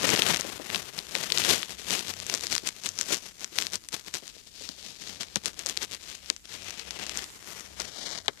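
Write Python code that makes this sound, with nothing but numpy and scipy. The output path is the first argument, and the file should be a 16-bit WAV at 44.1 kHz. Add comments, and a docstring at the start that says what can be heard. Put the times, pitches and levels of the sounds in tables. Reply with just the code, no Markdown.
"""On a pillow a phone lies half sunk while a hand strokes a purring cat. Cloth and fur rub at the left port by
stick-slip friction: grains ring over a smooth slide, with snaps, padding bumps, knocks and a cupping hand.
The purr, pulses exciting chest resonances, reaches both ports along with a wavering low hum and room rumble.
The right port adds sharp ticks and hiss coloured by its resonance near 7 kHz, and a sleeve brushes past it."""
import sys
import numpy as np
from scipy import signal
from scipy.fft import rfft, irfft
from scipy.io import wavfile
from scipy.ndimage import uniform_filter1d

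SR = 44100
rng = np.random.default_rng(int(sys.argv[2]) if len(sys.argv) > 2 else 0)


def generate_wav(sig):
    """Save sig (samples, or channels by samples) to the path in sys.argv[1] as 16-bit PCM at SR."""
    pcm = np.round(np.clip(np.atleast_2d(sig).T, -1, 1) * 32767).astype(np.int16)
    wavfile.write(sys.argv[1], SR, pcm)


N = 370440

# frequency response of the right microphone port: [f/Hz, gain/dB]
PORT_RESPONSE = [(300, 6.5), (900, -0.5), (3000, 0), (5200, -0.5), (6200, 2.5), (7300, 11.5), (8300, 2.5),
                 (10000, -1), (15000, -5)]


def rubbing(per_s=150.0, spread_db=5.0, ring_share=0.31, patchy_db=3.5, hollow_db=-3.0, hollow_octaves=0.19):
    """Stick-slip friction: fibres release in unequal grains, each with its own resonance, over a smooth slide."""
    # resonances of the grains: [f/Hz, width/Hz, gain/dB]
    grain_rings = [(2000, 770, 8.5), (3100, 2200, -8.5), (4300, 3100, -1), (5900, 1370, 9),
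                   (7100, 1040, 12.5)]
    # spectral shape of the fabric: [f/Hz, gain/dB]
    fabric = [(35, -11), (60, -11), (178, 3), (251, 0.5), (390, 2.5), (551, -1.5), (679, -0.5), (835, -2.5),
              (3120, 0.5), (6090, -0.5), (9020, -6.5), (12800, -10), (15000, -20)]
    # colour of the rub as the fold shifts: [t/s, low level/dB, middle level/dB, top level/dB (all relative
    # to the bright range), favoured f/Hz, smooth slide's share of the power/1]
    fold = [(0, -3, -3.5, -9.5, 3500, 0.45), (.6, -2, -2.5, -4, 3200, 0.62),
            (1.4, -8, -8.5, -8.5, 3360, 0.69), (2.3, -8, -9.5, -8.5, 3260, .3),
            (2.9, -11, -11.5, -11.5, 5650, .42), (4.1, -9.5, -8.5, -9.5, 4740, 0.43),
            (4.6, -12.5, -18.5, -14, 4300, 0.77), (5.3, -7.5, -10, -16, 4100, 0.54),
            (5.7, -7.5, -7, -7.5, 3140, 0.26), (6.3, -15, -15.5, -18, 2520, 0.62),
            (7, -9, -8.5, -17.5, 2430, 0.7), (7.5, -6.5, -1.5, -3, 6160, 0.38),
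            (8, -12, -12.5, -23, 4300, 0.87), (8.4, -10.5, -5.5, -50, 4830, 0.21)]
    body_db, middle_db, top_db, hollow_hz, smooth = curve(fold)
    smooth = np.clip(smooth, 0, 1)

    grains = np.zeros(N)
    for hz, width_hz, db in grain_rings:
        at = rng.integers(0, N, int(per_s * N / SR))  # per_s grains a second for each resonance
        size_db = spread_db * np.minimum(rng.exponential(size=len(at)), 3.4)
        clicks = np.zeros(N)
        clicks[at] = undb(size_db) * rng.choice([-1, 1], len(at))
        grains += (1 - ring_share) * clicks + ring_share * undb(db) * ring(clicks, hz, width_hz)
    slide = rng.standard_normal(N) * undb(patchy_db * walk(110))
    mixture = np.sqrt(1 - smooth) * level(grains, 0) + np.sqrt(smooth) * level(slide, 0)
    body, middle, bright, top = split(colour(mixture, fabric), [750, 2300, 8700])

    # the pocket of air under the fold favours the rings near its own pitch, which moves as the fold shifts
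    hollow = np.zeros(N)
    for hz, width_hz, _ in grain_rings:
        nearness = np.exp(-(np.log2(hollow_hz / hz) / hollow_octaves) ** 2)
        hollow += nearness * ring(bright, hz, width_hz)
    bright = level(bright + undb(hollow_db) * hollow, 0)
    whole = bright + undb(body_db) * body + undb(middle_db) * middle + undb(top_db) * top
    return pressure() * whole


def pressure():
    """Friction drive: powers add, a steady slide plus jerks that decay exponentially either side of a round peak."""
    # steady slide of the cloth: [t/s, relative level/dB]
    slide_levels = [(0, -44.5), (.3, -31), (.42, -42.5), (.57, -49.5), (1.06, -50.5), (1.28, -44.5),
                    (1.45, -31.5), (1.64, -46), (1.77, -58), (2.3, -45.5), (2.8, -52), (3.8, -64.5),
                    (4.5, -60.5), (4.72, -52), (5.15, -67), (5.3, -57), (6.0, -54), (6.09, -41.5),
                    (6.41, -70), (6.55, -47.5), (7.15, -49), (7.28, -60), (7.57, -46.5), (7.75, -56.5),
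                    (7.86, -44), (8.1, -39.5), (8.19, -40), (8.24, -69), (8.4, -54)]
    # jerks, where the cloth catches and drags: [t of peak/s, relative peak level/dB, length/s]
    jerks = [(0.088, -27, 0.28), (0.746, -39.5, 0.21), (0.984, -40, 0.074), (1.168, -40, 0.23),
             (1.241, -36.5, 0.076), (1.505, -23.5, 0.16), (1.712, -40, 0.097), (1.797, -39, 0.055),
             (1.925, -30.5, .22), (2.088, -36, 0.095), (2.312, -36.5, 0.22), (2.441, -33, 0.073),
             (2.532, -32, 0.1), (2.67, -34, 0.069), (2.866, -35, 0.093), (3.006, -39, 0.18),
             (3.122, -26, .11), (3.252, -42.5, 0.16), (3.424, -40.5, .11), (3.601, -35, 0.19),
             (3.741, -35, 0.071), (3.84, -54, 0.11), (3.94, -33, 0.046), (3.99, -47.5, 0.13),
             (4.078, -41, 0.053), (4.156, -35, 0.068), (4.27, -50, 0.33), (4.388, -50.5, 0.085),
             (4.469, -50, 0.023), (4.634, -42, 0.22), (4.863, -46, 0.26), (5.08, -43.5, 0.47),
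             (5.213, -35.5, 0.052), (5.368, -36, 0.024), (5.467, -38.5, 0.098), (5.598, -40, 0.069),
             (5.692, -37.5, 0.12), (5.787, -55, .08), (5.829, -35.5, 0.074), (5.93, -37.5, 0.061),
             (6.285, -47, 0.23), (6.455, -46, 0.033), (6.532, -41, 0.19), (6.681, -39.5, 0.16),
             (6.787, -39.5, 0.077), (7.002, -40.5, 0.31), (7.173, -38, 0.21), (7.814, -37, 0.082),
             (8.264, -48, 0.077)]
    rise_share = 0.44  # share of the length before the peak
    slope_db = 22.5  # fall per side length, beyond the rounded peak
    rounding = 0.17  # part of each side that is rounded off
    t = np.arange(N) / SR
    power = undb(curve(slide_levels)[0]) ** 2
    for s, db, length in jerks:
        near = slice(max(int((s - length) * SR), 0), int((s + length) * SR))
        side = np.where(t[near] < s, rise_share, 1 - rise_share) * length
        distance = np.hypot((t[near] - s) / side, rounding) - rounding
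        power[near] += undb(db - slope_db * distance) ** 2
    return np.sqrt(power)


def fibre_snaps():
    """Impulsive release of stored strain: the loudest fibres letting go."""
    # snaps: [t/s, relative peak level/dB, f/Hz]
    snaps = [(.0501, -18, 2900), (.0568, -18, 2000), (.0702, -11, 6600), (.0766, -26, 3300),
             (.0916, -11, 2090), (.103, -6, 6200), (.1271, -17, 3100), (.1625, -7.5, 3500),
             (.1781, -20, 3500), (.2208, -1, 3580), (.2652, -9.5, 3480), (.2874, -11, 3300),
             (.2932, -21, 5600), (.3052, -14, 3200), (.337, -22, 3800), (.3456, -7.5, 3270),
             (.362, -13, 5700), (.3704, -12, 5600), (.4019, -18, 7800), (.4099, -10.5, 5900),
             (.4195, -22, 3400), (.7016, -15, 2950), (.7469, -8, 3330), (.7589, -11, 3100),
             (.9897, -13.5, 4760), (1.1528, -9, 4300), (1.163, -15.5, 3000), (1.2372, -16.5, 5130),
             (1.3023, -15, 3400), (1.3217, 0.5, 5050), (1.3754, -4.5, 3770), (1.3841, -3.5, 6260),
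             (1.4188, -13, 3100), (1.4392, -11, 4100), (1.4496, -7.5, 3600), (1.5106, -10, 3000),
             (1.5455, -12, 3100), (1.5573, -21, 3850), (1.6303, -13.5, 3730), (1.9323, -20, 3340),
             (1.9929, -11, 3670), (2.1385, -19.5, 3000), (2.2012, -15.5, 5900), (2.2667, -18, 7300),
             (2.298, -11.5, 6060), (2.3403, -6, 6000), (2.3495, -9, 6400), (2.3756, -17.5, 6600),
             (2.4092, -17.5, 5300), (2.4691, -11.5, 6600), (2.5523, -6, 6000), (2.5639, -12.5, 5900),
             (2.5803, -9, 5800), (2.6743, -10, 6400), (2.6894, -10.5, 5640), (2.8367, -19, 5900),
             (2.8602, -10.5, 6650), (2.8899, -12, 6130), (2.9886, -11, 5900), (3.012, -7.5, 6600),
             (3.059, -24, 6500), (3.4446, -11, 5840), (3.5864, -4.5, 5800), (3.6232, -9.5, 6500),
             (3.6684, -10.5, 4930), (3.7562, -11, 5900), (3.8876, -19, 7200), (3.9288, -18, 6450),
             (4.1405, -11, 6900), (4.1461, -17, 6600), (4.2788, -21.5, 6260), (4.6902, -17, 4360),
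             (5.2323, -17, 4300), (5.3695, -19, 4300), (5.4583, -6.5, 7100), (5.5923, -15.5, 6840),
             (5.6618, -9, 6750), (5.668, -10.5, 6940), (5.6891, -14, 6900), (5.6966, -12, 6300),
             (5.7689, -19, 6500), (5.7737, -7.5, 3800), (5.83, -14, 7000), (5.9476, -19, 5740),
             (6.1515, -25, 7460), (6.26, -27, 5300), (6.3641, -22.5, 6200), (6.707, -19.5, 5900),
             (6.7966, -19, 5100), (6.908, -16, 5050), (7.066, -18, 5600), (7.0951, -13.5, 5330),
             (7.1735, -11, 6500), (7.2419, -19.5, 5030), (7.801, -11, 6900), (8.1854, -25, 4100),
             (8.2596, -30, 5800)]
    return place(snaps, snap)


def snap(t, noise, hz, burst_s=0.00021, ragged=0.31, tail_db=-30.0, wide_db=-5.5):
    """Impulse response: one sharp, ragged release excites a broad resonance and leaves a faint tail."""
    release = (t == 0) + ragged * noise * np.exp(-t / burst_s)
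    tail = undb(tail_db) * noise * np.exp(-t / 0.0038)
    burst = band(release + tail, 1090, 7030)
    return ring(burst, hz, hz / 2) + undb(wide_db) * burst


def case_knocks():
    """Impact excitation: a knuckle or nail strikes the case."""
    # knocks: [t/s, relative peak level/dB, crack f/Hz, rattle peak level relative to crack/dB]
    knocks = [(1.152, -8, 3600, -18), (5.3583, -2.5, 4300, -19.5), (6.3007, -3, 4000, -27.5),
              (7.8005, -36, 3500, -8), (8.2815, -4, 3560, -15.5)]
    return place(knocks, knock)


def knock(t, noise, hz, rattle_db, fall_s=0.0068, crack_s=0.00028):
    """Impact and forced response: a crack, duller than a snap, and the short mid-pitched rattle of the case."""
    impact = (t == 0) + noise * np.exp(-t / crack_s)
    crack = band(band(impact, 1760, 9200), hz / 2, 1.39 * hz)
    rattle = band(noise * np.exp(-t / fall_s), 490, 3200)
    return crack / abs(crack).max() + undb(rattle_db) * rattle / abs(rattle).max()


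def cupped(x, edge_s=0.17):
    """Cavity resonance: the hollow of a hand over the left port lifts or cancels two bands."""
    # cupping: [start t/s, end t/s, gain added at the low ring/1, gain added at the high ring/1]
    cuppings = [(6.48, 7.174, .4, 0.76), (7.81, 8.465, 0.77, -0.98)]
    # low and high resonance of the hollow: [f/Hz, width/Hz]
    cavity_rings = [(650, 260), (2600, 650)]
    low_ring, high_ring = [ring(x, hz, width_hz) for hz, width_hz in cavity_rings]
    out = x.copy()
    for start, end, low, high in cuppings:
        out += swell(start, end, edge_s) * (low * low_ring + high * high_ring)
    return out


def padding_bumps():
    """Damped low resonance: soft pushes of the padding."""
    # bumps: [t/s, relative peak level/dB, f/Hz]
    bumps = [(.037, -22.5, 393), (.14, -38, 377), (.446, -28.5, 410), (.596, -29.5, 400), (1.159, -28, 390),
             (1.313, -32.5, 344), (1.479, -23, 386), (1.912, -45, 412), (2.335, -29, 433),
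             (2.524, -41, 283), (2.63, -38, 298), (3.102, -28, 466), (3.521, -45, 248), (3.584, -36.5, 557),
             (4.071, -45, 269), (4.224, -40, 302), (4.363, -44, 273), (4.609, -40, 315),
             (4.692, -38.5, 235), (5.358, -27, 204), (5.459, -42, 326), (5.656, -36, 509),
             (5.771, -40, 377), (6.3, -37, 374), (7.794, -31, 580), (8.283, -28.5, 328)]
    return place(bumps, bump)


def bump(t, noise, hz, rise_s=0.0013, fall_s=0.0081):
    """Heavy damping: a soft push rings low and dies within a few cycles."""
    push = noise * (1 - np.exp(-t / rise_s)) * np.exp(-t / fall_s)
    return ring(ring(push, hz, 1.2 * hz), hz, hz)


def breathing_purr():
    """Alternating excitation: deep and throbbing on the breath out, lighter and ticking on the breath in."""
    # breaths: [t of breathing out/s, relative level out/dB, relative level in/dB]
    breaths = [(-.04, -63, -64), (.68, -62, -70), (1.38, -56.5, -59), (2.05, -56, -61), (2.83, -62, -77),
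               (3.55, -57.5, -74), (4.3, -75, -65), (5.05, -60, -65), (5.75, -59, -64.5),
               (6.48, -58.5, -59), (7.34, -65, -57.5), (8.08, -63, -70)]
    # chest and throat resonances, breath out: [f/Hz, width/Hz, relative level/dB]
    chest_out = [(62, 25, -8), (93, 16, 0), (186, 30, -4), (400, 260, -3)]
    # chest and throat resonances, breath in: [f/Hz, width/Hz, relative level/dB]
    chest_in = [(66, 22, -2), (100, 40, -6), (175, 45, -5), (420, 260, -3), (1500, 2000, -20)]
    out_s, pause_s, in_s = 0.248, 0.036, 0.335
    breaths_out = [(s, db) for s, db, _ in breaths]
    breaths_in = [(s + out_s + pause_s, db) for s, _, db in breaths]
    purr_out = purr(breaths_out, out_s, 31.1, chest_out, airy=0.045)
    purr_in = purr(breaths_in, in_s, 33.7, chest_in, airy=0.025)
    return purr_out + purr_in


def purr(breaths, length, hz, chest, airy, edge_s=0.038):
    """Source and filter: the larynx flaps shut hz times a second; flap and air puff ring chest and throat."""
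    pulses = np.zeros(N)
    chance = rng.standard_normal((int(N / SR * 40), 2))  # irregular period and strength of each flap
    at = np.cumsum((1 + 0.03 * chance[:, 0]) * SR / hz).astype(int)
    pulses[at[at < N]] = undb(2 * chance[at < N, 1])
    puff_decay = np.exp(-1 / (0.012 * SR))  # time constant 12 ms
    puff = signal.lfilter([1], [1, -puff_decay], pulses) * rng.standard_normal(N)
    source = pulses + airy * puff
    flow = sum(undb(db) * swell(start, start + length, edge_s) for start, db in breaths)
    voice = np.zeros(N)
    for f, width_hz, db in chest:
        voice += undb(db) * level(ring(ring(source, f, width_hz), f, 2 * width_hz), 0)
    return level(voice, 0) * flow


def far_ticks():
    """Short transients: sharp ticks at the right port."""
    # ticks: [t/s, relative peak level/dB]
    ticks = [(5.1, -37), (5.232, -35), (5.3575, -27), (5.369, -36), (5.773, -33), (6.11, -50.5),
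             (6.3005, -29), (8.281, -33)]
    return place(ticks, tick)


def tick(t, noise, fall_s=0.002):
    """Port resonance: a decaying noise burst heard through the port, with some low body."""
    burst = noise * np.exp(-t / fall_s)
    return colour(burst, PORT_RESPONSE) + 0.66 * band(burst, 500, 3000)


def brush(start_s=7.172, peak_db=-50, hold_s=0.18, fade_db_s=200):
    """Amplitude envelope: a sleeve brushes past; quick start, short hold, then exponential decay."""
    late = np.maximum(np.arange(N) / SR - start_s - hold_s, 0)
    return swell(start_s - 0.015, N / SR + 1, 0.013) * undb(peak_db - fade_db_s * late)


def right_hiss(hiss_db=-59):
    """Noise through a resonant port: wavering microphone hiss, with the sleeve's brush in the same colour."""
    noise = level(colour(rng.standard_normal(N), PORT_RESPONSE), 0)
    return noise * undb(0.69 * walk(5.3)) * (undb(hiss_db) + brush())


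def left_hiss():
    """Band-limited noise: the steady hiss of the left microphone."""
    return level(band(rng.standard_normal(N), 4100, 11500), -61.5)


def hum(mean_hz=62.7):
    """Frequency and amplitude modulation: a low sine wavers in pitch as its level rises and falls."""
    # hum: [t/s, relative rms level/dB]
    hum_levels = [(0, -63), (4.9, -92), (5.3, -69), (5.8, -63), (6.2, -76), (6.6, -66), (7.2, -60),
                  (7.4, -93), (8.4, -72)]
    wave = np.sin(2 * np.pi * np.cumsum(mean_hz + 2.54 * walk(2.7)) / SR)
    return np.sqrt(2) * wave * undb(curve(hum_levels)[0] + 1.2 * walk(9.7))


def room_rumble(rumble_db=-63.0):
    """Diffuse background: low-pitched noise whose level wavers, drawn independently for each port."""
    # spectral shape of the room: [f/Hz, gain/dB]
    room = [(25, 23), (45, 23.5), (120, 14), (300, 9), (700, -33), (1500, -46), (4000, -46)]
    return level(colour(rng.standard_normal(N), room), rumble_db) * undb(1.2 * walk(11))


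def undb(db):
    """Logarithmic level: decibels to an amplitude ratio."""
    return 10 ** (np.asarray(db) / 20)


def level(x, db):
    """Mean power: scales a signal to an rms level."""
    return x * undb(db) / np.sqrt(np.mean(x ** 2))


def curve(table):
    """Linear interpolation: each column of (t/s, ...) rows becomes one value a sample."""
    s, *columns = np.transpose(table)
    return [np.interp(np.arange(N) / SR, s, c) for c in columns]


def swell(start, end, edge_s):
    """Linear envelope: rises at the start, holds at 1, falls to the end."""
    t = np.arange(N) / SR
    return np.clip(np.minimum(t - start, end - t) / edge_s, 0, 1)


def walk(rate):
    """Smoothed random modulation: levels held 1 / rate s and averaged twice; spread near 1."""
    k = int(SR / rate)
    steps = np.repeat(rng.standard_normal(N // k + 1), k)
    return 1.3 * uniform_filter1d(uniform_filter1d(steps, k), k)[:N]


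def ring(x, hz, width_hz):
    """Simple resonator: gain 1 at the centre."""
    return signal.lfilter(*signal.iirpeak(hz, hz / width_hz, fs=SR), x)


def band(x, lo_hz, hi_hz):
    """Band-pass filtering: a Butterworth filter keeps what lies between two edges."""
    return signal.sosfilt(signal.butter(2, [lo_hz, hi_hz], "bandpass", fs=SR, output="sos"), x)


def colour(x, points, size=4096):
    """Minimum phase: a causal filter with the gain of (f/Hz, gain/dB) points, built from the cepstrum."""
    hz, db = np.transpose(points)
    f = np.maximum(np.arange(size // 2 + 1) * SR / size, 1)
    cepstrum = irfft(np.log(undb(np.interp(np.log(f), np.log(hz), db))))
    cepstrum[1:size // 2] *= 2  # fold the anticausal half onto the causal half
    cepstrum[size // 2 + 1:] = 0
    return signal.fftconvolve(x, irfft(np.exp(rfft(cepstrum))))[:len(x)]


def split(x, edges_hz):
    """Complementary filters: ranges between the edges, each at rms 1; unscaled they would add up to x again."""
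    f = np.maximum(np.fft.rfftfreq(len(x), 1 / SR), 1)
    above = [np.ones_like(f)] + [1 / (1 + (hz / f) ** 4) for hz in edges_hz] + [0]
    spectrum = rfft(x)
    return [level(irfft(spectrum * (a - b), len(x)), 0) for a, b in zip(above, above[1:])]


def place(events, shape, length=2048):
    """Superposition: adds one short sound per row at its time and peak level."""
    t = np.arange(length) / SR
    out = np.zeros(N + length)
    noises = rng.standard_normal((len(events), length))
    for (s, peak_db, *rest), noise in zip(events, noises):
        one = shape(t, noise, *rest)
        start = int(s * SR)
        out[start:start + length] += undb(peak_db) * one / abs(one).max()
    return out[:N]


def scene():
    """Superposition at two ports: cloth at the left, ticks and hiss at the right; purr, hum and room in both."""
    near_db, low_left_db = 4.5, 3.5  # gains at the left port
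    cloth = cupped(rubbing() + fibre_snaps() + case_knocks()) + padding_bumps()
    low = breathing_purr() + hum()
    left = undb(near_db) * cloth + undb(low_left_db) * (low + room_rumble()) + left_hiss()
    lag = int(0.0014 * SR)  # purr and hum reach the right port 1.4 ms later
    right = np.roll(low, lag) + room_rumble() + far_ticks() + right_hiss()
    return np.array([left, right])


def record(dry):
    """Band limits and saturation: the phone cuts the lowest bass, rounds and clips loud peaks and cuts the top."""
    high_pass = signal.butter(2, 45.0, "highpass", fs=SR, output="sos")
    low_pass = signal.ellip(10, 0.3, 70, 14700, fs=SR, output="sos")
    wet = signal.sosfilt(high_pass, dry)
    rounded = np.tanh(0.8 * wet) / 0.8
    return signal.sosfilt(low_pass, np.clip(rounded, -0.95, 0.95))


dry = scene()
out = record(dry)
generate_wav(out)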